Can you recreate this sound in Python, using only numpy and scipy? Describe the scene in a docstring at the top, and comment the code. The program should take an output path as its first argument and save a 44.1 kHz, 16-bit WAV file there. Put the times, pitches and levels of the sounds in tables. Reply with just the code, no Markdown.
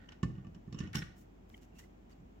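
"""In a small room, hands work on stiff copper wires at a junction box in a hollow wall, close by.
Cables scrape and rustle over the box, tick against it and thump the wall behind it.
Bare wire ends hit each other with a bright chatter, then fingers twist them together with faint
rubs, squeaks and ticks. Hits make things ring; sliding things catch and slip many times a second.
Soft air noise and a low hum lie under it all."""
import sys
import numpy as np
from scipy import signal
from scipy.fft import rfft, irfft, next_fast_len
from scipy.io import wavfile
from scipy.ndimage import map_coordinates

SR = 44100
rng = np.random.default_rng(int(sys.argv[2]) if len(sys.argv) > 2 else 0)


def store_wav(level_fs):
    """Save 16-bit WAV to argv[1]."""
    pcm = np.round(np.clip(np.atleast_2d(level_fs), -1, 1) * 32767)
    wavfile.write(sys.argv[1], SR, pcm.T.astype(np.int16))


N = 105840
T = np.arange(SR // 2) / SR  # the half-second clock of one sound [s]
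TICK_ATTACK_S, SCRAPE_TOP_HZ = 0.00095, 3480
BOX_PAN_DB, FINGER_PAN_DB = -1.1, -0.2  # below zero leans right

# the notes the box rings at (pitch [Hz], level [dB], time to fade by 60 dB [s])
BOX_NOTES = [(1162, -11, 0.062), (1804, -14.5, 0.1), (2556, -11, 0.061), (2910, -1, 0.035),
             (3680, -15.5, 0.027), (5454, -8.5, 0.052), (7215, -7, 0.018)]
# the tone of skin sliding on wire (frequency [Hz], level [dB])
SKIN_TONE = [(500, 1), (2000, 0), (4500, -5), (7400, -2), (8800, -13.5), (12500, -12), (15500, -12.5)]


def amp(db):
    """Turn decibels into a number to multiply by."""
    return 10 ** (np.asarray(db) / 20)


def unit(x):
    """Scale a sound to an average (rms) strength of 1."""
    return x / np.sqrt(np.mean(x ** 2) + 1e-20)


def along(points, hz):
    """Read between (frequency, value) points, spaced the way we hear pitch."""
    f, v = np.transpose(points)
    return np.interp(np.log(hz + 1), np.log(f + 1), v)


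def filtered(x, response):
    """Turn each frequency of x up or down by response(hz)."""
    n = x.shape[-1]
    m = next_fast_len(n + 8192)
    return irfft(rfft(x, m) * response(np.fft.rfftfreq(m, 1 / SR)), m)[..., :n]


def octaves(hz):
    """Octaves above 3000 Hz; everything under 500 Hz counts as 500 Hz."""
    return np.log2(np.maximum(hz, 500) / 3000)


def noise(tone, size, tilt=0):
    """Two unrelated noises with the given tone; tilt brightens them [dB per octave]."""
    white = rng.standard_normal((2, size))
    return unit(filtered(white, lambda hz: amp(along(tone, hz) + tilt * octaves(hz))))


def spread(pair):
    """Sound from all around: alike at both ears in the bass, unrelated in the treble."""
    # how alike left and right are (frequency [Hz], likeness [-1 to 1])
    likeness = [(60, 0.89), (200, 0.96), (550, -0.48), (1600, -0.32), (5000, -0.019)]
    turn = lambda hz: np.arccos(np.clip(along(likeness, hz), -1, 1)) / 2
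    mid, side = filtered(pair, lambda hz: np.array([np.cos(turn(hz)), np.sin(turn(hz))]))
    return np.array([mid + side, mid - side])


def ring(notes, tilt=0, detune=0):
    """A struck thing rings with fading notes, a little different on every hit."""
    out = np.zeros((2, len(T)))
    for hz, db, fade_s in notes:
        level = amp(db + tilt * octaves(hz) + 2.5 * rng.standard_normal() - 60 * T / fade_s)
        pitch = hz * (1 + detune * rng.standard_normal())
        phase = rng.random() + 0.49 * rng.random((2, 1))  # each ear gets its own [cycles]
        out += level * np.sin(2 * np.pi * (pitch * T + phase))
    return out


def resonances(peaks, f):
    """How a body that favours some pitches answers at frequency f."""
    return sum((-1) ** k * amp(db) * 1j * f * width / (hz * hz - f * f + 1j * f * width)
               for k, (hz, width, db) in enumerate(peaks))


def stroke(length, body, smooth, slips_per_s=1300):
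    """One slide: tiny random slips and some smooth hiss shake a body, swelling then fading."""
    slips = (rng.random(len(T)) < slips_per_s / SR) * amp(3 * rng.standard_normal(len(T)))
    grains = unit(slips * rng.standard_normal((2, len(T))))
    hiss = smooth * rng.standard_normal((2, len(T)))
    swell = np.interp(T / length, [0, 0.5, 1], [0, 1, 0]) ** 0.44
    return unit(filtered(grains + hiss, body)) * swell


def room_echo(echo_db):
    """The room's answer to a click: many reflections blur into fading noise."""
    # how long the room rings (frequency [Hz], time to fade by 60 dB [s])
    fade_times = [(100, 0.48), (260, 0.22), (700, 0.32), (1800, 0.38), (5000, 0.46), (12000, 0.24)]
    # the tone of the echo (frequency [Hz], level [dB])
    echo_tone = [(80, 1.5), (250, -8.5), (600, 3.5), (1800, -3), (5500, -5.5), (12000, -4)]
    hz, t, bands = signal.stft(rng.standard_normal((2, len(T))), SR, nperseg=256)
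    fade_s = along(fade_times, hz)[:, None]
    tail = signal.istft(bands * amp(-60 * t / fade_s) / np.sqrt(fade_s), SR, nperseg=256)[1]
    tail = tail[:, :len(T)] * (1 - np.exp(-T / 0.0037))  # reflections build up
    tail = spread(tail / np.linalg.norm(tail[0]))
    tail = filtered(tail, lambda f: amp(along(echo_tone, f) + echo_db))
    return np.pad(tail, ((0, 0), (SR // 200, 0)))  # arrives 5 ms late


def add(out, s, sound, pan_db, echo_db):
    """Place a sound at s seconds, with its own room echo."""
    direct = sound * amp([[pan_db], [-pan_db]])
    echo = signal.fftconvolve(sound, room_echo(echo_db), axes=1)[:, :len(T)]
    start = round(s * SR)
    heard = (direct + echo)[:, max(-start, 0):N - start]
    out[:, max(start, 0):][:, :heard.shape[1]] += heard


def room_tone(air_db=-58.5, hum_hz=47.44, hum_db=-62.5):
    """Soft air noise and a low, slightly unsteady hum."""
    # the tone of the air noise (frequency [Hz], level [dB])
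    air_tone = [(18, -46), (36, -25.5), (70, -7), (140, -14.5), (195, -7.5), (340, -14), (520, -22),
                (750, -21.5), (1100, -30), (1500, -33.5), (2900, -39), (4300, -48), (7400, -47.5),
                (8800, -62.5), (15500, -52)]
    t = np.arange(N) / SR
    drift = map_coordinates(rng.standard_normal(16), [t * 4])
    hum = np.sqrt(2) * np.sin(2 * np.pi * hum_hz * t + 0.083 * drift)
    air = unit(spread(noise(air_tone, N)))
    return amp(air_db) * air + amp(hum_db) * hum


def scrapes():
    """A cable catches and slips as it drags over the edge of the box."""
    # each drag (time [s], length [s], level [dB])
    drags = [(-.03, 0.11, -65.5), (.08, 0.086, -66), (0.319, 0.11, -71.5), (0.799, 0.1, -57.5),
             (0.932, 0.014, -44.5), (0.944, 0.019, -42), (0.953, 0.043, -48.5), (1.017, 0.016, -42),
             (1.04, 0.15, -73.5)]
    # pitches the scraped box favours (pitch [Hz], width [Hz], level [dB])
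    edge_peaks = [(1130, 39, -12), (1465, 60, 11), (1848, 59, 13.5), (2240, 170, -2.5), (2575, 190, 3),
                  (2900, 1800, -1)]
    edge = lambda f: resonances(edge_peaks, f) / (1 + (f / SCRAPE_TOP_HZ) ** 2)
    out = np.zeros((2, N))
    for s, length, db in drags:
        add(out, s, amp(db) * stroke(length, edge, smooth=0.3), BOX_PAN_DB, echo_db=-5.5)
    return out


def squeaks(width_hz=180):
    """Copper slides on copper and squeaks around one pitch."""
    # each squeak (time [s], length [s], pitch [Hz], level [dB])
    slides = [(0.085, 0.0076, 3018, -46), (1.54, 0.012, 3103, -55.5), (1.539, 0.015, 2095, -55.5),
              (1.722, 0.095, 2710, -73), (1.786, 0.029, 1915, -62), (1.823, 0.028, 2070, -66),
              (2.114, 0.02, 4640, -71.5)]
    out = np.zeros((2, N))
    for s, length, hz, db in slides:
        peak = lambda f: resonances([(hz, width_hz, 0)], f) ** 2
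        add(out, s, amp(db) * stroke(length, peak, smooth=0.3), FINGER_PAN_DB, echo_db=-14)
    return out


def box_tick(tilt, crack_db=3.5, crack_fade_s=0.044):
    """The tapped box rings and cracks; each spot on it favours other frequencies."""
    # the tone of the crack (frequency [Hz], level [dB])
    crack_tone = [(300, 2.5), (900, -5), (3000, -6), (4600, -7.5), (5800, -6.5), (7400, -11.5), (8800, -25),
                  (15000, -36)]
    notes = ring(BOX_NOTES, tilt)
    crack = amp(crack_db - 60 * T / crack_fade_s) * noise(crack_tone, len(T), tilt)
    spot_tone = [(hz, 3.5 * rng.standard_normal()) for hz in np.geomspace(700, 9000, 16)]
    tick = filtered(notes + crack, lambda hz: amp(along(spot_tone, hz)))
    return tick * (1 - np.exp(-T / TICK_ATTACK_S))


def knocks(push_s=0.0026, wall_lag_s=0.001084, bass_cut_hz=62):
    """A cable ticks the box, then thumps the wall; hard hits also ring the hollow of the box."""
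    # each hit (time [s], tick level [dB], brightness [dB per octave], thump level [dB])
    hits = [(0.088, -53, -1.5, -57), (0.1203, -53, -1.5, -52), (0.2297, -45.5, 1.5, -20),
            (0.2382, -56.5, 0.5, -45), (.298, -74, -8, -31.5), (.352, -65.5, -4.5, -43),
            (0.3809, -68, -4, -38.5), (0.4467, -60, -6, -39), (0.4679, -58.5, -4.5, -38.5),
            (0.5466, -61.5, -1, -46), (0.559, -68.5, -4, -40.5), (0.6758, -70.5, -3, -36),
            (0.7253, -54.5, 0.5, -34), (0.7442, -54, -3.5, -31), (0.788, -49, 1.5, -38.5),
            (0.8029, -51.5, 2, -26.5), (0.8349, -57, -3, -34.5), (.848, -87, 5, -36.5),
            (.873, -55, -3.5, -41), (0.9495, -41, -1.5, -26.5), (0.963, -48.5, 4, -30),
            (1.02, -49, -7, -39), (2.202, -84, 5, -47)]
    # the notes of the hollow wall (pitch [Hz], level [dB], time to fade by 60 dB [s])
    wall_notes = [(100.2, -20, 0.096), (129.7, -12, 0.14), (163.7, 5, 0.042), (203, -10.5, 0.0726),
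                  (292.3, -8.5, 0.068), (356, -28.5, 0.0057)]
    # the notes of the hollow of the box (pitch [Hz], level [dB], time to fade by 60 dB [s])
    hollow_notes = [(1095, -1, 0.043), (1179, -8, 0.096), (1465, -13, 0.06), (1783, -9, 0.078)]
    push = 1 - np.exp(-(T / push_s) ** 2)
    wall = -sum(amp(db - 60 * T / fade_s) * np.sin(2 * np.pi * hz * T) for hz, db, fade_s in wall_notes)
    wall = filtered(wall * push, lambda hz: hz ** 2 / np.hypot(hz ** 2, bass_cut_hz ** 2))
    out = np.zeros((2, N))
    for s, tick_db, tilt, thump_db in hits:
        add(out, s, amp(tick_db) * box_tick(tilt), BOX_PAN_DB, echo_db=-6.5)
        hollow = amp(1.7 * thump_db) * ring(hollow_notes) * push  # grows faster than the thump
        add(out, s + wall_lag_s, amp(thump_db) * np.array([wall, wall]), pan_db=-1.77, echo_db=2)
        add(out, s + wall_lag_s, hollow, BOX_PAN_DB, echo_db=-15)
    return out


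def rustles(width_hz=150):
    """The cable's covering slides against the box and stirs its notes."""
    # each rustle (time [s], length [s], level [dB])
    slides = [(.722, 0.097, -63.5), (0.776, 0.053, -56.5)]
    peaks = [(hz, width_hz, db) for hz, db, _ in BOX_NOTES]
    box = lambda f: resonances(peaks, f) / (1 + (f / SCRAPE_TOP_HZ) ** 2)
    out = np.zeros((2, N))
    for s, length, db in slides:
        add(out, s, amp(db) * stroke(length, box, smooth=0.2), BOX_PAN_DB, echo_db=-5.5)
    return out


def chatter(snap_fade_s=0.02):
    """Bare copper ends bounce off each other, each time with a snap and a short bright ring."""
    # each touch (time [s], ring level [dB], snap level [dB])
    touches = [(0.931, -62, -45.5), (0.9522, -44, -32), (0.9556, -37, -29.5), (0.9683, -38, -38.5),
               (0.9829, -40.5, -40.5), (0.989, -42, -42.5), (1, -53, -49)]
    # the notes of a bare end (pitch [Hz], level [dB], time to fade by 60 dB [s])
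    copper_notes = [(5385, -1, 0.044), (5530, -7, 0.035), (5630, -2, .03), (5540, -9, 0.022)]
    # the tone of the snap (frequency [Hz], level [dB])
    snap_tone = [(500, -35), (1700, 3.5), (3000, 4.5), (4600, -2), (6000, -0.5), (8500, -8.5),
                 (15500, -13.5)]
    onset = 1 - np.exp(-T / TICK_ATTACK_S)
    out = np.zeros((2, N))
    for s, ring_db, snap_db in touches:
        add(out, s, amp(ring_db) * ring(copper_notes, detune=0.012) * onset, pan_db=-3, echo_db=-9)
        snap = amp(snap_db - 60 * T / snap_fade_s) * noise(snap_tone, len(T))
        add(out, s, snap * onset, pan_db=0, echo_db=-4.5)
    return out


def rubs():
    """Fingers slide along a pinched wire with a soft hiss; the first, very short slide is instead a quick slip
    in the middle of the cable's big drag over the box."""
    # each rub (time [s], length [s], level [dB], brightness [dB per octave])
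    slides = [(0.943, 0.008, -47.5, -1.5), (1.155, 0.088, -68, 7.5), (1.484, 0.12, -73.5, 2.5),
              (1.61, 0.047, -68, 1.5), (1.743, 0.12, -68, 2), (1.783, 0.023, -56, 2),
              (2.091, 0.056, -69, -1)]
    # pitches the pinched wire favours (pitch [Hz], width [Hz], level [dB])
    wire_peaks = [(1930, 140, 5), (2860, 97, 9), (5800, 120, 4.5)]
    wire = lambda f: np.hypot(1, abs(resonances(wire_peaks, f)))
    out = np.zeros((2, N))
    for s, length, db, tilt in slides:
        skin = lambda f: amp(along(SKIN_TONE, f) + tilt * octaves(f)) * wire(f)
        add(out, s, amp(db) * stroke(length, skin, smooth=1.1), FINGER_PAN_DB, echo_db=-7.5)
    return out


def strand_ticks(fade_s=0.012):
    """The twisted ends slip over each other with tiny ticks."""
    # each slip (time [s], level [dB], brightness [dB per octave])
    slips = [(1.494, -58, 16), (1.5002, -55, -3), (1.569, -63, 7), (1.578, -58, -1)]
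    out = np.zeros((2, N))
    for s, db, tilt in slips:
        tick = amp(db - 60 * T / fade_s) * noise(SKIN_TONE, len(T), tilt)
        add(out, s, tick, FINGER_PAN_DB, echo_db=-9)
    return out


def scene():
    """All the hits and slides, over the sound of the room."""
    return knocks() + chatter() + scrapes() + rustles() + rubs() + squeaks() + strand_ticks() + room_tone()


def record(dry):
    """Cut away the very highest treble."""
    return filtered(dry, lambda hz: hz < 15900)


dry = scene()
out = record(dry)
store_wav(out)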